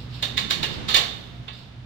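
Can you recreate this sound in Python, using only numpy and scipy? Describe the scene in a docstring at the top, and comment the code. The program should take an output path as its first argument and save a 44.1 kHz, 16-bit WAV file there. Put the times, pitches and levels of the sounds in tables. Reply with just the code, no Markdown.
"""Knocks on something hard, close by, in a sheep pen under a shed roof: four in even rhythm, a quick
cluster, then a light one. Each is a contact snap, a brief clatter of tiny contacts and ringing modes;
the shed echoes and rings on. Feet scuff in the straw (swells of hiss). Behind: low rumble,
a motor-like hum, a faint whine and yard air."""
import sys
import numpy as np
from scipy import signal
from scipy.fft import rfft, irfft, next_fast_len
from scipy.io import wavfile

SR = 44100
rng = np.random.default_rng(int(sys.argv[2]) if len(sys.argv) > 2 else 0)


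def wrap_up_sound(samples):
    """Save the sound to the file named by the first command line argument, as 16-bit audio."""
    columns = np.atleast_2d(samples).T
    # keep every value between -1 and 1, then stretch to whole-number steps
    tamed = np.clip(columns, -1, 1)
    steps = np.round(tamed * 32767).astype(np.int16)
    wavfile.write(sys.argv[1], SR, steps)


N = 81585
TIME_S = np.arange(N) / SR
FFT_SIZE = 2 * next_fast_len(N // 2 + SR // 10, real=True)
FREQ_HZ = np.maximum(np.arange(FFT_SIZE // 2 + 1) * SR / FFT_SIZE, 1)

# Strikes: t/s, level/dB, clatter rise/s, clatter decay/s, snap/dB, clatter bass/dB, middle/dB,
# bright/dB, treble/dB, ring/dB, favoured low f/Hz, favoured high f/Hz
STRIKES = [(.228, -20.5, 0.0026, 0.0073, -17, -0.5, 0, 3, 3, -4.5, 590, 3700),
           (.377, -20, 0.0041, 0.01, -9, -2, 5, 4.5, 3, -2, 1085, 3620),
           (.508, -19.5, 0.0047, 0.012, -2, -2.5, 3.5, 6.5, 5, -2.5, 1690, 3700),
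           (.632, -21.5, 0.0034, 0.0094, -12, 0, 4.5, 3.5, 2.5, 0, 880, 2850),
           (.888, -23.5, 0.0041, 0.028, -22, 3, -2, 1, 0.5, 0.5, 1270, 4420),
           (.9445, -11.5, 0.0016, 0.0071, -12, -4.5, 0.5, 1.5, 2, -4, 2265, 3545),
           (.964, -16.5, 0.0037, .012, -25, 6.5, 4, 8, 6, -1.5, 700, 3070),
           (1.482, -35, 0.0028, .006, -34, 2.5, 2.5, -6, -10, 6, 2655, 3545)]
SNAP_SPECTRUM = [(500, 3.5), (2000, 2), (4000, 8), (7000, -7), (9300, -42), (12500, -3), (15500, -1)]  # first contact: f/Hz, level/dB
CLATTER_SPECTRUM = [(120, -17), (300, -17.5), (470, -6.5), (640, -14), (800, -4.5), (980, -13.5),
                    (1200, -9), (1500, -10), (1690, -2.5), (2600, -2.5), (3600, 0.5), (4400, 0.5),
                    (5200, -12), (6200, -13), (7300, -15.5), (9300, -32.5), (12500, -23.5), (15500, -26.5)]  # tiny contacts: f/Hz, level/dB
BODY_RESONANCES = [(1093, 133, 10), (2180, 180, 1), (2870, 170, 4.5), (3560, 110, 3.5), (3656, 260, 6)]  # broad peaks of the struck body: f/Hz, width/Hz, lift/dB
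BODY_MODES = [(590, -22, 0.33), (700, -22.5, 0.43), (880, -18, 0.16), (1085, -23.5, 0.26),
              (1270, -20.5, 0.22), (1690, -20, 0.15), (1921, -22.5, 0.26), (2265, -18.5, .22),
              (2655, -17, 0.081), (2850, -19, 0.11), (3070, -18.5, 0.11), (3220, -23, 0.14),
              (3545, -20.5, 0.12), (3620, -29, 1), (3700, -24, 0.24), (3880, -28, 0.24), (3890, -17.5, .3),
              (4420, -16.5, 0.17)]  # its ringing modes: f/Hz, level/dB, t60/s
SHED_BANDS = [(252, 6.5, 1), (824, -1, 0.68), (2760, -5, 0.65), (3560, -5, 0.8), (4400, -5, 0.63),
              (6300, -3.5, 0.53), (13000, -10, 0.9)]  # diffuse ring: f/Hz, level/dB, t60/s
KNOCK_BALANCE = [(150, 7.5), (500, -5), (870, 1.5), (1200, -9), (1900, -4.5), (2500, -4.5), (3000, -14),
                 (3600, -13), (4400, -9.5), (5400, 0), (6500, 1), (9000, 14.5), (13000, 0.5)]  # left over right: f/Hz, level/dB
FOOT_SCUFFS = [(.005, -46.5, 0.011, 0.048), (.147, -43.5, .025, .11), (.745, -39.5, .058, .033),
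               (1.536, -48, 0.007, 0.048), (1.588, -49, 0.045, 0.07)]  # drags in straw: t/s, level/dB, rise/s, decay/s
HUM_HARMONICS = [(1, -9), (2, -0.5), (3, -16.5), (4, -18.5)]  # hum partials: multiple, level/dB
# Noise spectra: f/Hz, level/dB
STRAW_SPECTRUM = [(500, -32), (1500, -25), (2800, 4), (3250, -1.5), (3650, 6.5), (4700, 1), (5300, -2),
                  (6000, -24), (7500, -14), (9500, -31), (12500, -24.5), (15500, -28)]
RUMBLE_SPECTRUM = [(15, -48), (26, -30), (40, -30), (60, 3.5), (90, -2.5), (125, 2), (170, -8.5),
                   (260, -11.5), (400, -22.5), (900, -29), (3000, -57)]
UPPER_RUMBLE_SPECTRUM = [(60, -36.5), (150, 11), (260, 3.5), (420, -3.5), (800, -23.5), (2000, -58)]
AIR_SPECTRUM = [(100, 2.5), (350, -4), (700, -6), (1300, -7.5), (2300, -9.5), (3600, -8), (5500, -19.5),
                (9000, -35), (15500, -57)]
# Background envelopes: t/s, level/dB
RUMBLE_ENVELOPE = [(0, -37.5), (.12, -40.5), (.3, -41), (.88, -40), (1.05, -45), (1.3, -44.5),
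                   (1.39, -41.5), (1.47, -45.5), (1.65, -47), (1.85, -45)]
UPPER_RUMBLE_ENVELOPE = [(0, -81), (.3, -45), (.65, -39), (.9, -43.5), (1.25, -51), (1.85, -72)]
HUM_ENVELOPE = [(0, -36.5), (.3, -37.5), (.5, -53), (.9, -48), (1.1, -43), (1.28, -46), (1.39, -37.5),
                (1.48, -45.5), (1.57, -42), (1.68, -52.5), (1.85, -41)]
AIR_ENVELOPE = [(0, -47.5), (.8, -37), (1.4, -48.5), (1.85, -51.5)]


def snaps(rise_s=0.00036, decay_s=0.0023):
    """First hard contact of each knock: a few ms of bright noise."""
    force = sum(from_db(db + snap_db) * swell(t_s, rise_s, decay_s)
                for t_s, db, _, _, snap_db, *_ in STRIKES)
    return colour(force * rng.standard_normal(N), unit_gain(at_hz(SNAP_SPECTRUM)))


def ringing(favour_db=9, scatter_db=1):
    """Each knock excites the body's damped modes, some favoured by the struck spot."""
    times_s, knock_db, *_, ring_db, low_hz, high_hz = np.transpose(STRIKES)
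    out = 0
    for hz, mode_db, t60_s in BODY_MODES:
        onsets = ((times_s + rng.random(len(times_s)) / hz) * SR).astype(int)  # random phase
        push_db = knock_db + ring_db + mode_db + favour_db * favour(hz, (low_hz, high_hz))
        pushes = np.zeros(N)
        pushes[onsets] = from_db(push_db + scatter_db * rng.standard_normal(len(times_s)))
        radius, step_rad = from_db(-60 / (t60_s * SR)), 2 * np.pi * hz / SR
        feedback = [1, -2 * radius * np.cos(step_rad), radius ** 2]
        out = out + signal.lfilter([0, np.sin(step_rad)], feedback, pushes + 1e-18)
    return out


def clatter(contacts_per_s=3000, favour_db=4.5):
    """A dying burst of tiny contacts per knock, sounding in the body and the shed."""
    peaks_db = sum(lift_db / (1 + (2 * (FREQ_HZ - hz) / width_hz) ** 2)
                   for hz, width_hz, lift_db in BODY_RESONANCES)
    body_db = at_hz(CLATTER_SPECTRUM) + peaks_db
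    out = 0
    for t_s, db, rise_s, decay_s, _, bass_db, middle_db, bright_db, treble_db, _, *spots_hz in STRIKES:
        force = swell(t_s, rise_s, decay_s)
        impulses = (rng.random(N) < contacts_per_s / SR) * rng.choice([-1, 1], N)
        contacts = unit_rms(impulses * force) * np.sqrt(np.mean(force ** 2))
        tone_db = at_hz([(746, bass_db), (2110, middle_db), (3530, 0),
                         (5020, bright_db), (11400, treble_db)])
        tone_db += favour_db * favour(FREQ_HZ, spots_hz)
        burst = left_first(contacts) + shed_ring(force ** 2)
        out = out + from_db(db) * colour(burst, unit_gain(body_db + tone_db))
    return out


def favour(hz, spots_hz, width_hz=50):
    """Nearness, 0-1, to the frequencies a struck spot brings out."""
    return sum(np.exp(-((hz - spot_hz) / width_hz) ** 2) for spot_hz in spots_hz)


def left_first(x, lag_s=0.000522):
    """Direct sound reaches the right side later."""
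    return np.array([x, delay(x, lag_s)])


def side_colour(x):
    """Each side hears the knocks with its own colour."""
    tilt_db = at_hz(KNOCK_BALANCE) / 2
    return np.array([colour(x[0], tilt_db), colour(x[1], -tilt_db)])


def shed_ring(power, near_db=0.5):
    """Near-wall scatter, then a diffuse ring, longest in the bass."""
    white = rfft(rng.standard_normal((2, N)), FFT_SIZE)
    arriving = linger(power, t60_s=0.016)
    near = from_db(near_db) ** 2 * linger(arriving, t60_s=0.24)
    out = 0
    for hz, db, t60_s in SHED_BANDS:
        share = at_hz([(centre_hz, centre_hz == hz) for centre_hz, *_ in SHED_BANDS])
        band = irfft(white * share, FFT_SIZE)[:, :N]
        out = out + band * np.sqrt(near + from_db(db) ** 2 * linger(arriving, t60_s))
    return out


def echoes(x, count=6, span_s=(0.005, 0.03), gain_db=-20.5):
    """Reflections from posts and rails comb the knocks."""
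    lags_s = rng.uniform(*span_s, count)
    reflected = np.array([sum(delay(side, lag_s) for lag_s in lags_s) for side in x])
    return x + from_db(gain_db) * reflected


def far_wall(x, lag_s=0.069, gain_db=-15, corner_hz=5000):
    """One late, dull slap off the far wall."""
    late = np.array([delay(side, lag_s) for side in x])
    return x + colour(late, gain_db - 10 * np.log10(1 + (FREQ_HZ / corner_hz) ** 2))


def scuffs():
    """Feet drag through straw: soft swells of hiss."""
    power = sum((from_db(db) * swell(t_s, rise_s, decay_s)) ** 2
                for t_s, db, rise_s, decay_s in FOOT_SCUFFS)
    return np.sqrt(power) * stereo_noise(STRAW_SPECTRUM, correlation=0.11) * pan(left_db=-4)


def rumble():
    """Deep mono noise under a wider, higher swell."""
    deep = envelope(RUMBLE_ENVELOPE) * stereo_noise(RUMBLE_SPECTRUM, correlation=1)
    upper = envelope(UPPER_RUMBLE_ENVELOPE) * stereo_noise(UPPER_RUMBLE_SPECTRUM, correlation=0.38)
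    return deep + upper * pan(left_db=-5)


def hum(pitch_hz=60.1, wander=0.012):
    """Motor-like harmonics on a slightly wavering pitch."""
    phase_rad = 2 * np.pi * np.cumsum(pitch_hz * (1 + wander * drift(corner_hz=4.5))) / SR
    tone = sum(from_db(db) * np.sin(k * phase_rad + 2 * np.pi * rng.random()) for k, db in HUM_HARMONICS)
    return envelope(HUM_ENVELOPE) * unit_rms(tone)


def whine(pitch_hz=700, level_db=-61.5, waver_db=2):
    """A faint tone swells and fades unsteadily."""
    gain = from_db(level_db + waver_db * drift(corner_hz=5.1))
    tone = unit_rms(np.sin(2 * np.pi * pitch_hz * TIME_S))
    return gain * swell(t_s=1.4, rise_s=0.23, decay_s=0.23) * tone


def yard_air():
    """Wide, soft broadband noise."""
    return envelope(AIR_ENVELOPE) * stereo_noise(AIR_SPECTRUM, correlation=0.038)


def from_db(db):
    """Decibels to gain."""
    return 10 ** (np.asarray(db) / 20)


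def unit_rms(x):
    """Scale to rms 1."""
    return x / np.sqrt(np.mean(x ** 2) + 1e-20)


def unit_gain(db):
    """Offset a filter curve to preserve white-noise power."""
    return db - 10 * np.log10(np.mean(from_db(db) ** 2))


def at_hz(points):
    """Interpolate (f/Hz, value) points over log frequency."""
    hz, values = np.transpose(points)
    return np.interp(np.log(FREQ_HZ), np.log(hz), values)


def envelope(points):
    """Gain from (t/s, level/dB) points."""
    return from_db(np.interp(TIME_S, *np.transpose(points)))


def swell(t_s, rise_s, decay_s):
    """Exponential rise to 1 at t_s, then exponential decay."""
    exponent = np.maximum((t_s - TIME_S) / rise_s, (TIME_S - t_s) / decay_s)
    return np.exp(-np.minimum(exponent, 20))


def linger(power, t60_s):
    """Stored energy leaks away, 60 dB in t60_s."""
    retained = from_db(-120 / (t60_s * SR))
    return signal.lfilter([1 - retained], [1, -retained], power + 1e-18)


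def delay(x, lag_s):
    """Fractional delay."""
    return np.interp(TIME_S - lag_s, TIME_S, x)


def pan(left_db):
    """Stereo gains, opposite in dB."""
    return from_db([[left_db], [-left_db]])


def colour(x, db):
    """Minimum-phase filter from a gain curve on FREQ_HZ."""
    cepstrum = irfft(db * np.log(10) / 20, FFT_SIZE)
    cepstrum[1:FFT_SIZE // 2] *= 2
    cepstrum[FFT_SIZE // 2 + 1:] = 0
    return irfft(rfft(x, FFT_SIZE) * np.exp(rfft(cepstrum)), FFT_SIZE)[..., :N]


def stereo_noise(spectrum, correlation):
    """Coloured noise shared in part by both sides; rms 1."""
    mid, side = rng.standard_normal((2, N))
    white = np.sqrt(1 + correlation) * mid + np.sqrt(1 - correlation) * side * [[1], [-1]]
    return unit_rms(colour(white, at_hz(spectrum)))


def drift(corner_hz):
    """Slow random wander; rms 1."""
    return unit_rms(colour(rng.standard_normal(N), -20 * np.log10(1 + (FREQ_HZ / corner_hz) ** 2)))


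def scene():
    """Knocks in the shed, scuffs, background."""
    knocks = left_first(snaps() + ringing()) + clatter()
    foreground = side_colour(far_wall(echoes(knocks))) + scuffs()
    background = rumble() + hum() + whine() + yard_air()
    return foreground + background * pan(left_db=-1.5)


def record(dry):
    """Peak clipping, then a steep low-pass."""
    clip_level, cutoff_hz = 0.9, 15870
    lowpass = signal.ellip(10, 0.05, 60, cutoff_hz, fs=SR, output="sos")
    return signal.sosfiltfilt(lowpass, np.clip(dry, -clip_level, clip_level))


dry = scene()
out = record(dry)
wrap_up_sound(out)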